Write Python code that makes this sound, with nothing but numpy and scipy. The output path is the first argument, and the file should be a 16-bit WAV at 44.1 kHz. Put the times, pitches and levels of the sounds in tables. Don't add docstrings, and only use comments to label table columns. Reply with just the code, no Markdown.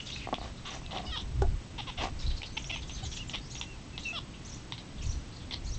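import sys
import numpy as np
from scipy import signal
from scipy.fft import rfft, irfft
from scipy.io import wavfile
from scipy.ndimage import uniform_filter1d

SR = 44100
rng = np.random.default_rng(int(sys.argv[2]) if len(sys.argv) > 2 else 0)


def transcribe(u):
    v = np.clip(np.atleast_2d(u).T, -1, 1)
    q = np.round(v * 32767).astype(np.int16)
    wavfile.write(sys.argv[1], SR, q)


N = 255292


def gain(db):
    return 10 ** (np.asarray(db) / 20)


def unit_rms(x):
    return x / np.sqrt(np.mean(x ** 2) + 1e-20)


def add(mix, start_s, sound):
    part = mix[max(round(start_s * SR), 0):][:len(sound)]
    part += sound[:len(part)]


def resonate(x, hz, width_hz):
    carrier = np.exp(2j * np.pi * np.cumsum(hz * np.ones(len(x))) / SR)
    pole = np.exp(-np.pi * abs(width_hz) / SR)
    for _ in range(2):
        x = 2 * (carrier * signal.lfilter([1 - pole], [1, -pole], x / carrier)).real
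    return x


def glide(length_s, start_hz, mid_hz, end_hz):
    u = np.linspace(-1, 1, round(length_s * SR))
    return mid_hz + (end_hz - start_hz) / 2 * u + ((end_hz + start_hz) / 2 - mid_hz) * u ** 2


def ring(modes):
    t = np.arange(SR // 5) / SR
    tones = sum((-1) ** k * gain(db - 60 * t / t60_s) * np.sin(2 * np.pi * hz * t)
                for k, (hz, db, t60_s) in enumerate(modes))
    return tones / abs(tones).max()


def coloured_noise(spectrum):
    hz, db = np.transpose(spectrum)
    bin_db = np.interp(np.log(np.fft.rfftfreq(N, 1 / SR) + 1), np.log(hz + 1), db)
    return unit_rms(irfft(rfft(rng.standard_normal(N)) * gain(bin_db), N))


# t/s, relative level/dB
GUSTS = [(0.0, -46.5), (1.06, -42.5), (1.1, -32.5), (1.178, -45.5), (1.4, -25.5), (1.55, -25), (1.61, -47),
         (2.23, -36.5), (2.27, -23.5), (2.43, -46.5), (3.08, -34), (3.1, -43), (4.921, -49), (5.08, -29.5),
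         (5.272, -46.5), (5.64, -40.5), (5.708, -30), (5.79, -37)]
# f/Hz, relative level/dB
BUFFET_SPECTRUM = [(8.8, -42.5), (15, -2.5), (62, -1.5), (131, -15), (185, -32), (210, -32.5), (400, -39.5),
                   (520, -62), (880, -120)]


def wind():
    gust_db = np.interp(np.arange(N) / SR, *np.transpose(GUSTS))
    return gain(gust_db - 1.82) * coloured_noise(BUFFET_SPECTRUM)


# f/Hz, relative level/dB
AIR_SPECTRUM = [(24, -41.5), (40, -18), (124, 0.5), (173, -5), (294, -8.5), (448, -17.5), (1040, -21),
                (1690, -25), (3020, -24), (8000, -31), (10400, -44.5), (17600, -120)]


def air():
    return gain(-46.5) * coloured_noise(AIR_SPECTRUM)


# f/Hz, rms level/dB
WHINE_TONES = [(2002, -74), (7986, -74), (8014, -74)]


def whine():
    t = np.arange(N) / SR
    return sum(gain(db) * np.sqrt(2) * np.sin(2 * np.pi * hz * t) for hz, db in WHINE_TONES)


def bird_note(db, length_s, start_hz, mid_hz, end_hz, warble_hz):
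    hz = glide(length_s, start_hz, mid_hz, end_hz)
    noise = rng.standard_normal((3, SR // 5))
    warble, flutter = (unit_rms(uniform_filter1d(uniform_filter1d(row, 130), 130))[:len(hz)]
                       for row in noise[:2])
    harshness = 1 - 1 / (1 + (warble_hz / 80) ** 2)
    tone = np.sqrt(2) * np.sin(2 * np.pi * np.cumsum(hz + 0.609 * warble_hz * warble) / SR)
    rasp = unit_rms(resonate(noise[2, :len(hz)], hz, 7 * warble_hz))
    sound = tone * gain(2.5 * harshness * flutter) + harshness * gain(-0.3) * rasp
    return gain(db) * sound * signal.windows.tukey(len(hz), 0.6)


# length/s, start f/Hz, mid f/Hz, end f/Hz, warble/Hz
RISING_NOTE = (.065, 5900, 6230, 6370, 60)
FALLING_NOTE = (.072, 7650, 6500, 3900, 190)
# delay/s, relative level/dB, then a note shape
PHRASE_NOTES = [(-.045, -3.5, 0.04, 5260, 6336, 8420, 250), (.002, -1, 0.023, 7600, 6030, 5750, 130),
                (.027, 0, 0.041, 5300, 5770, 6130, 110), (0.054, -1.5, .013, 6250, 6800, 7700, 110),
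                (0.066, -14.5, .03, 6100, 5850, 5650, 160)]
# t/s, level/dB
RISING_CALLS = [(2.512, -58), (2.728, -52), (2.901, -50)]
FALLING_CALLS = [(3.021, -50.5), (3.135, -51), (3.266, -53)]
PHRASE_CALLS = [(.045, -57), (.098, -55.5), (0.694, -53.5), (1.159, -60.5), (2.615, -50.5), (3.54, -47),
                (4.029, -52.5), (4.486, -51), (5.058, -49), (5.685, -50)]
# t/s, length/s, start f/Hz, end f/Hz, level/dB
TWITTER = [(0, 0.01, 2810, 3000, -39), (.055, 0.048, 4110, 3080, -47), (.058, 0.021, 5300, 4480, -52.5),
           (0.1, 0.0083, 3090, 2260, -43), (0.113, 0.041, 3400, 4240, -44), (.159, 0.0089, 3080, 2460, -41),
           (0.179, 0.096, 2910, 2234, -50), (0.153, 0.048, 5590, 4230, -57),
           (0.383, 0.023, 4440, 4680, -56.5), (0.398, 0.031, 4100, 3460, -54),
           (0.567, .03, 4100, 3290, -58.5), (1.045, 0.055, 5130, 4620, -54.5),
           (2.18, 0.073, 5390, 2920, -50), (2.259, 0.029, 3857, 4205, -45),
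           (2.296, 0.03, 4310, 2814, -47.5), (2.362, 0.032, 4880, 4100, -49),
           (2.452, 0.034, 4800, 3990, -50), (2.815, 0.027, 4250, 3220, -49.5),
           (2.867, 0.042, 7600, 4950, -56.5), (2.928, 0.092, 5090, 2810, -51.5),
           (3.109, 0.041, 3900, 2910, -48), (3.099, 0.063, 5910, 5630, -50.5),
           (3.159, 0.025, 3660, 2930, -44.5), (3.391, 0.12, 3970, 6500, -59.5),
           (3.497, 0.063, 3850, 4600, -54.5), (3.985, 0.11, 3850, 3890, -53.5),
           (4.03, 0.018, 4380, 4220, -49.5), (4.335, .021, 2840, 3000, -57),
           (4.465, 0.022, 3600, 4600, -62), (4.47, 0.022, 4580, 2970, -57), (4.526, .03, 3005, 4500, -58.5),
           (4.976, 0.023, 3220, 3460, -53.5), (5.007, 0.029, 2740, 3280, -56),
           (5.024, 0.015, 2517, 2605, -51), (5.033, 0.022, 3680, 4880, -58),
           (5.055, 0.0099, 4700, 3650, -49), (5.119, 0.018, 3750, 4490, -54),
           (5.317, 0.035, 3730, 5140, -58.5), (5.357, 0.019, 5000, 3620, -53),
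           (5.387, 0.064, 3370, 3400, -59), (5.657, 0.04, 4100, 4600, -54),
           (5.734, 0.031, 3660, 4250, -54.5)]


def sparrows():
    out = np.zeros(N)
    for shape, calls in [(RISING_NOTE, RISING_CALLS), (FALLING_NOTE, FALLING_CALLS)]:
        for start_s, db in calls:
            add(out, start_s, bird_note(db, *shape))
    for start_s, db in PHRASE_CALLS:
        for delay_s, note_db, *shape in PHRASE_NOTES:
            add(out, start_s + delay_s, bird_note(db + note_db, *shape))
    for start_s, length_s, start_hz, end_hz, db in TWITTER:
        warble_hz = 197.5 + 0.235 * max(start_hz - end_hz, 0)
        mid_hz = (start_hz + end_hz) / 2
        add(out, start_s, bird_note(db, length_s, start_hz, mid_hz, end_hz, warble_hz))
    return out


# t/s, level/dB
CANVAS_POPS = [(0.272, -23), (0.288, -23.5), (0.3266, -16.5), (0.3302, -17), (0.3347, -19), (0.383, -26.5),
               (0.414, -28), (0.428, -44), (.447, -38), (0.457, -33), (0.817, -38), (0.929, -31),
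               (0.952, -32), (0.963, -22.5), (0.978, -29)]
# start t/s, peak t/s, end t/s, peak level/dB, relative rasp level/dB
CANVAS_CREAKS = [(0.423, 0.43, 0.52, -44.5, -2), (0.649, 0.747, 0.8, -46.5, 1),
                 (0.894, 0.958, 1.07, -40.5, -8.5), (1.982, 2.035, 2.1, -35, -4)]
# f/Hz, relative level/dB, t60/s
CANVAS_MODES = [(270, -6, .018), (730, 0, .022), (1150, -5, .016), (2000, -9, .008)]


def canvas(slips_per_s=330, rasps_per_s=1500, edge_db=-11.5):
    t, creaks, slips = np.arange(N) / SR, np.zeros(N), np.zeros(N)
    cloth = ring(CANVAS_MODES)
    for start_s, db in CANVAS_POPS:
        add(slips, start_s, gain(db) * np.hanning(24) / 12)
    pops = signal.oaconvolve(slips, cloth)[:N]
    sizes = gain(2.1 * np.minimum(rng.exponential(1, N), 4)) * rng.choice([-1., 1.], N)
    dense_slips = sizes * (rng.random(N) < slips_per_s / SR)
    drag = unit_rms(signal.oaconvolve(dense_slips, cloth)[:N])
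    rasp = sizes * (rng.random(N) < rasps_per_s / SR)
    for hz, width_hz in [(2300, 3500), (2700, 6500)]:
        pole = np.exp((2j * hz - width_hz) * np.pi / SR)
        rasp = unit_rms(signal.lfilter([1], [1, -pole], rasp).real)
    for *times_s, db, rasp_db in CANVAS_CREAKS:
        spell_db = db + np.interp(t, times_s, [edge_db, 0, edge_db], left=-200, right=-200)
        creaks += gain(spell_db) * (drag + gain(rasp_db) * rasp)
    ticks = gain(10) * slips * rng.standard_normal(N)
    return creaks + pops + resonate(ticks, 2500, 2600)


# f/Hz, width/Hz, gain/dB, exponent of mouth opening on f
FORMANTS = [(2053, 380, -3.5, 0), (2620, 650, 1, 0.87), (3414, 980, 3, 0.92), (5720, 930, -13, 0.028)]


def throat(x, low_hz, low_db, mouth, formants=FORMANTS):
    bands = [(low_hz, 0.55 * np.mean(low_hz), low_db)]
    bands += [(hz * mouth ** exponent, width_hz, db) for hz, width_hz, db, exponent in formants]
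    return sum((-1) ** k * gain(db) * resonate(x, hz, width_hz)
               for k, (hz, width_hz, db) in enumerate(bands))


def puff(db, mouth, formants=FORMANTS):
    t = np.arange(SR // 10) / SR
    envelope = np.minimum(t / 0.002, 1) ** 2 * np.exp(-(t / 0.032) ** 2)
    hiss = throat(rng.standard_normal(len(t)), 850, -8, mouth, formants)
    return gain(db) * unit_rms(hiss) * envelope


# t/s, level/dB, puff level/dB, mouth opening factor
JAW_CLICKS = [(0.341, -22, -44, 1), (.862, -32, -69, 1.1), (.9083, -38, -44, 1.07), (.9203, -33, -65, 1.17),
              (0.9723, -24, -51, 0.97), (2.418, -29.5, -61, 0.77), (2.431, -28, -42.5, 1.01),
              (2.6427, -31.5, -53, 0.97), (2.895, -32, -46, 1), (3.2955, -27, -47, 1.06),
              (3.3561, -23, -41, 1.06), (3.553, -30.5, -45, 1.03), (3.612, -21, -41, 1),
              (3.978, -23.5, -43.5, 1.06), (4.7216, -22, -44, 1.1), (4.779, -32.5, -46.5, 1.15),
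              (5.509, -28, -41.5, 1.02)]


def jaw_clicks(snap_db=-20.5):
    out, t = np.zeros(N), np.arange(400) / SR
    for start_s, db, puff_db, mouth in JAW_CLICKS:
        smack = rng.standard_normal(len(t)) * np.exp(-t / 0.0008) * np.minimum(t / 0.0012, 1)
        click = throat(smack, 880, -1.5, mouth)
        snap = gain(snap_db) * smack / abs(smack).max()
        add(out, start_s, gain(db) * (click / abs(click).max() + snap))
        add(out, start_s, puff(puff_db, mouth))
    return out


def cat_voice(hz, db, roughness, low_hz, low_db, mouth, formants=FORMANTS):
    jitter, shimmer = rng.standard_normal((200, 2)).T
    steady_cycle = (np.cumsum(hz) / SR).astype(int)
    cycles = np.cumsum(hz * np.exp(0.5 * roughness * jitter[steady_cycle % 200])) / SR
    sizes = gain(8 * roughness * shimmer[np.round(cycles).astype(int) % 200])
    pulses = sizes * sum(np.cos(2 * np.pi * k * cycles) for k in range(1, 16))
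    air_leak = 0.17 * rng.standard_normal(SR // 5)[:len(hz)]
    return gain(db) * unit_rms(throat(pulses + air_leak, low_hz, low_db, mouth, formants))


# t/s, length/s, start f/Hz, mid f/Hz, end f/Hz, level/dB, roughness 0-1,
# low formant f/Hz, low formant gain/dB, mouth opening factor, puff level/dB
SYLLABLES = [(0.649, 0.053, 349, 394, 371, -41.5, .2, 1090, 3.5, 1.04, -45),
             (.942, .052, 604, 516, 507, -44, 0.25, 812, -24, 1.07, -49),
             (1.777, 0.035, 515, 417, 394, -37.5, 0.11, 810, 4.5, 1.02, -45),
             (1.866, 0.042, 598, 505, 437, -40, 0.12, 860, 6.5, 1.01, -48),
             (1.972, 0.055, 729, 660, 390, -37.5, .14, 850, 1, 0.96, -55),
             (2.565, 0.019, 418, 434, 430, -32, 0.24, 800, -2, 0.91, -47.5),
             (2.692, .024, 461, 396, 311, -34, 0.26, 760, -5.5, 0.86, -55),
             (2.719, 0.035, 662, 676, 596, -37, 0.03, 810, -5.5, 0.87, -54),
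             (2.754, .011, 780, 815, 646, -36, 0.31, 930, 1, 0.93, -42.5),
             (3.024, 0.023, 780, 760, 760, -44, 0.03, 850, 8, 1.2, -43),
             (3.331, 0.023, 711, 545, 397, -35, 0.16, 810, 0.5, 0.95, -52),
             (5.519, 0.028, 623, 516, 436, -37, 0.38, 800, -4, 1.26, -45)]


def chatter(attack_s=0.008):
    out = np.zeros(N)
    for start_s, length_s, *pitches_hz, db, roughness, low_hz, low_db, mouth, puff_db in SYLLABLES:
        hz = glide(length_s, *pitches_hz)
        u = np.linspace(0, 1, len(hz))
        falter = 0.25 * u ** 5
        envelope = np.minimum(u * length_s / attack_s, 1) * np.minimum((1 - u) / 0.096, 1)
        add(out, start_s, envelope * cat_voice(hz, db, roughness + falter, low_hz, low_db, mouth))
        add(out, start_s + length_s, puff(puff_db, mouth))
    return out


# t/s, length/s, start f/Hz, mid f/Hz, end f/Hz, level/dB
PEEPS = [(0.823, 0.076, 2730, 2650, 2500, -56.5), (3.187, 0.052, 2600, 2890, 2450, -44.5),
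         (3.637, 0.14, 2680, 2720, 2530, -55), (3.919, 0.065, 2750, 2600, 2640, -54.5),
         (4.043, 0.065, 2806, 2660, 2710, -35.5), (4.096, 0.033, 2600, 2570, 2650, -39)]


def peeps():
    out = np.zeros(N)
    for start_s, *shape, db in PEEPS:
        add(out, start_s, bird_note(db, *shape, warble_hz=50))
    return out


# t/s, f/Hz, level/dB, roughness 0-1, low formant f/Hz, low formant gain/dB,
# mouth opening factor
MEW_CURVES = [
    [(1.06, 761, -52, 0.05, 748, -12, 1.2), (1.068, 739, -43, 0, 750, -15, 0.83),
     (1.102, 727, -42.5, 0.03, 740, -5.5, .9), (1.112, 690, -44.5, 0.04, 1400, -21, 1.01),
     (1.128, 639, -38, 0.02, 1550, -2.5, 0.96), (1.155, 624, -40, 0.02, 1550, 2, 1.03),
     (1.166, 468, -38.5, 0.2, 940, -6, 0.95), (1.188, 447, -35.5, 0.3, 950, -13, 0.99)],
    [(4.128, 701, -46, 0, 860, 5.5, 0.93), (4.145, 686, -39, 0.05, 950, -3.5, 0.82),
     (4.16, 661, -35, 0, 1015, -6, 0.93), (4.17, 607, -37, 0.06, 1010, -6.5, 0.97),
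     (4.193, 472, -38.5, 0.22, 980, -5.5, 0.96)],
]
MEW_PUFFS_DB = [-39.5, -50.5]
MEW_FORMANTS = [(3210, 830, -3.5, 0.95), (3710, 860, -3, 1.07), (5320, 650, -15, 0.029)]


def mews():
    out = np.zeros(N)
    for curve, puff_db in zip(MEW_CURVES, MEW_PUFFS_DB):
        times_s, *columns = np.transpose(curve)
        t = np.arange(times_s[0], times_s[-1], 1 / SR)
        controls = [np.interp(t, times_s, column) for column in columns]
        add(out, times_s[0], cat_voice(*controls, MEW_FORMANTS) * signal.windows.tukey(len(t), 0.08))
        add(out, times_s[-1], puff(puff_db, mouth=curve[-1][-1], formants=MEW_FORMANTS))
    return out


# t/s, level/dB
KNOCKS = [(1.42, -17.5)]
# f/Hz, relative level/dB, t60/s
BOARD_MODES = [(392, -4, 0.057), (705, -6.5, 0.05), (823, -4.5, 0.025), (1170, -15, 0.026),
               (1470, -17.5, 0.037)]
SAG_MODES = [(63, 0, 0.12)]


def deck_knock(sag_lead_s=0.0045):
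    out, t = np.zeros(N), np.arange(2400) / SR
    for start_s, db in KNOCKS:
        rattle = gain(-27 - 60 * t / 0.11) * rng.standard_normal(len(t))
        tick = gain(db - 17 - 60 * t / 0.036) * rng.standard_normal(len(t))
        add(out, start_s - sag_lead_s, gain(db - 4) * ring(SAG_MODES))
        add(out, start_s, tick)
        add(out, start_s, -gain(db) * np.convolve(np.r_[1, rattle], ring(BOARD_MODES)))
    return out


def echoes(x, t60_s):
    t = np.arange(SR // 2) / SR
    tail = rng.standard_normal(len(t)) * gain(-60 * t / t60_s) * (t > 0.006)
    return signal.oaconvolve(x, tail / np.linalg.norm(tail))[:N]


def scene():
    near = chatter() + mews() + jaw_clicks() + canvas() + deck_knock() + peeps()
    far = sparrows()
    reflections = gain(-17) * echoes(near, t60_s=0.14) + gain(-3.5) * echoes(far, t60_s=0.3)
    return (near + far + reflections + wind() + air())[None]


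def record(dry, rolloff_hz=7500, band_limit_hz=8950):
    dull = signal.sosfilt(signal.butter(10, rolloff_hz, fs=SR, output="sos"), dry)
    lowpass = signal.firwin(511, band_limit_hz, window=("kaiser", 9), fs=SR)
    return signal.oaconvolve(dull + whine(), lowpass[None], "same")


dry = scene()
out = record(dry)
transcribe(out)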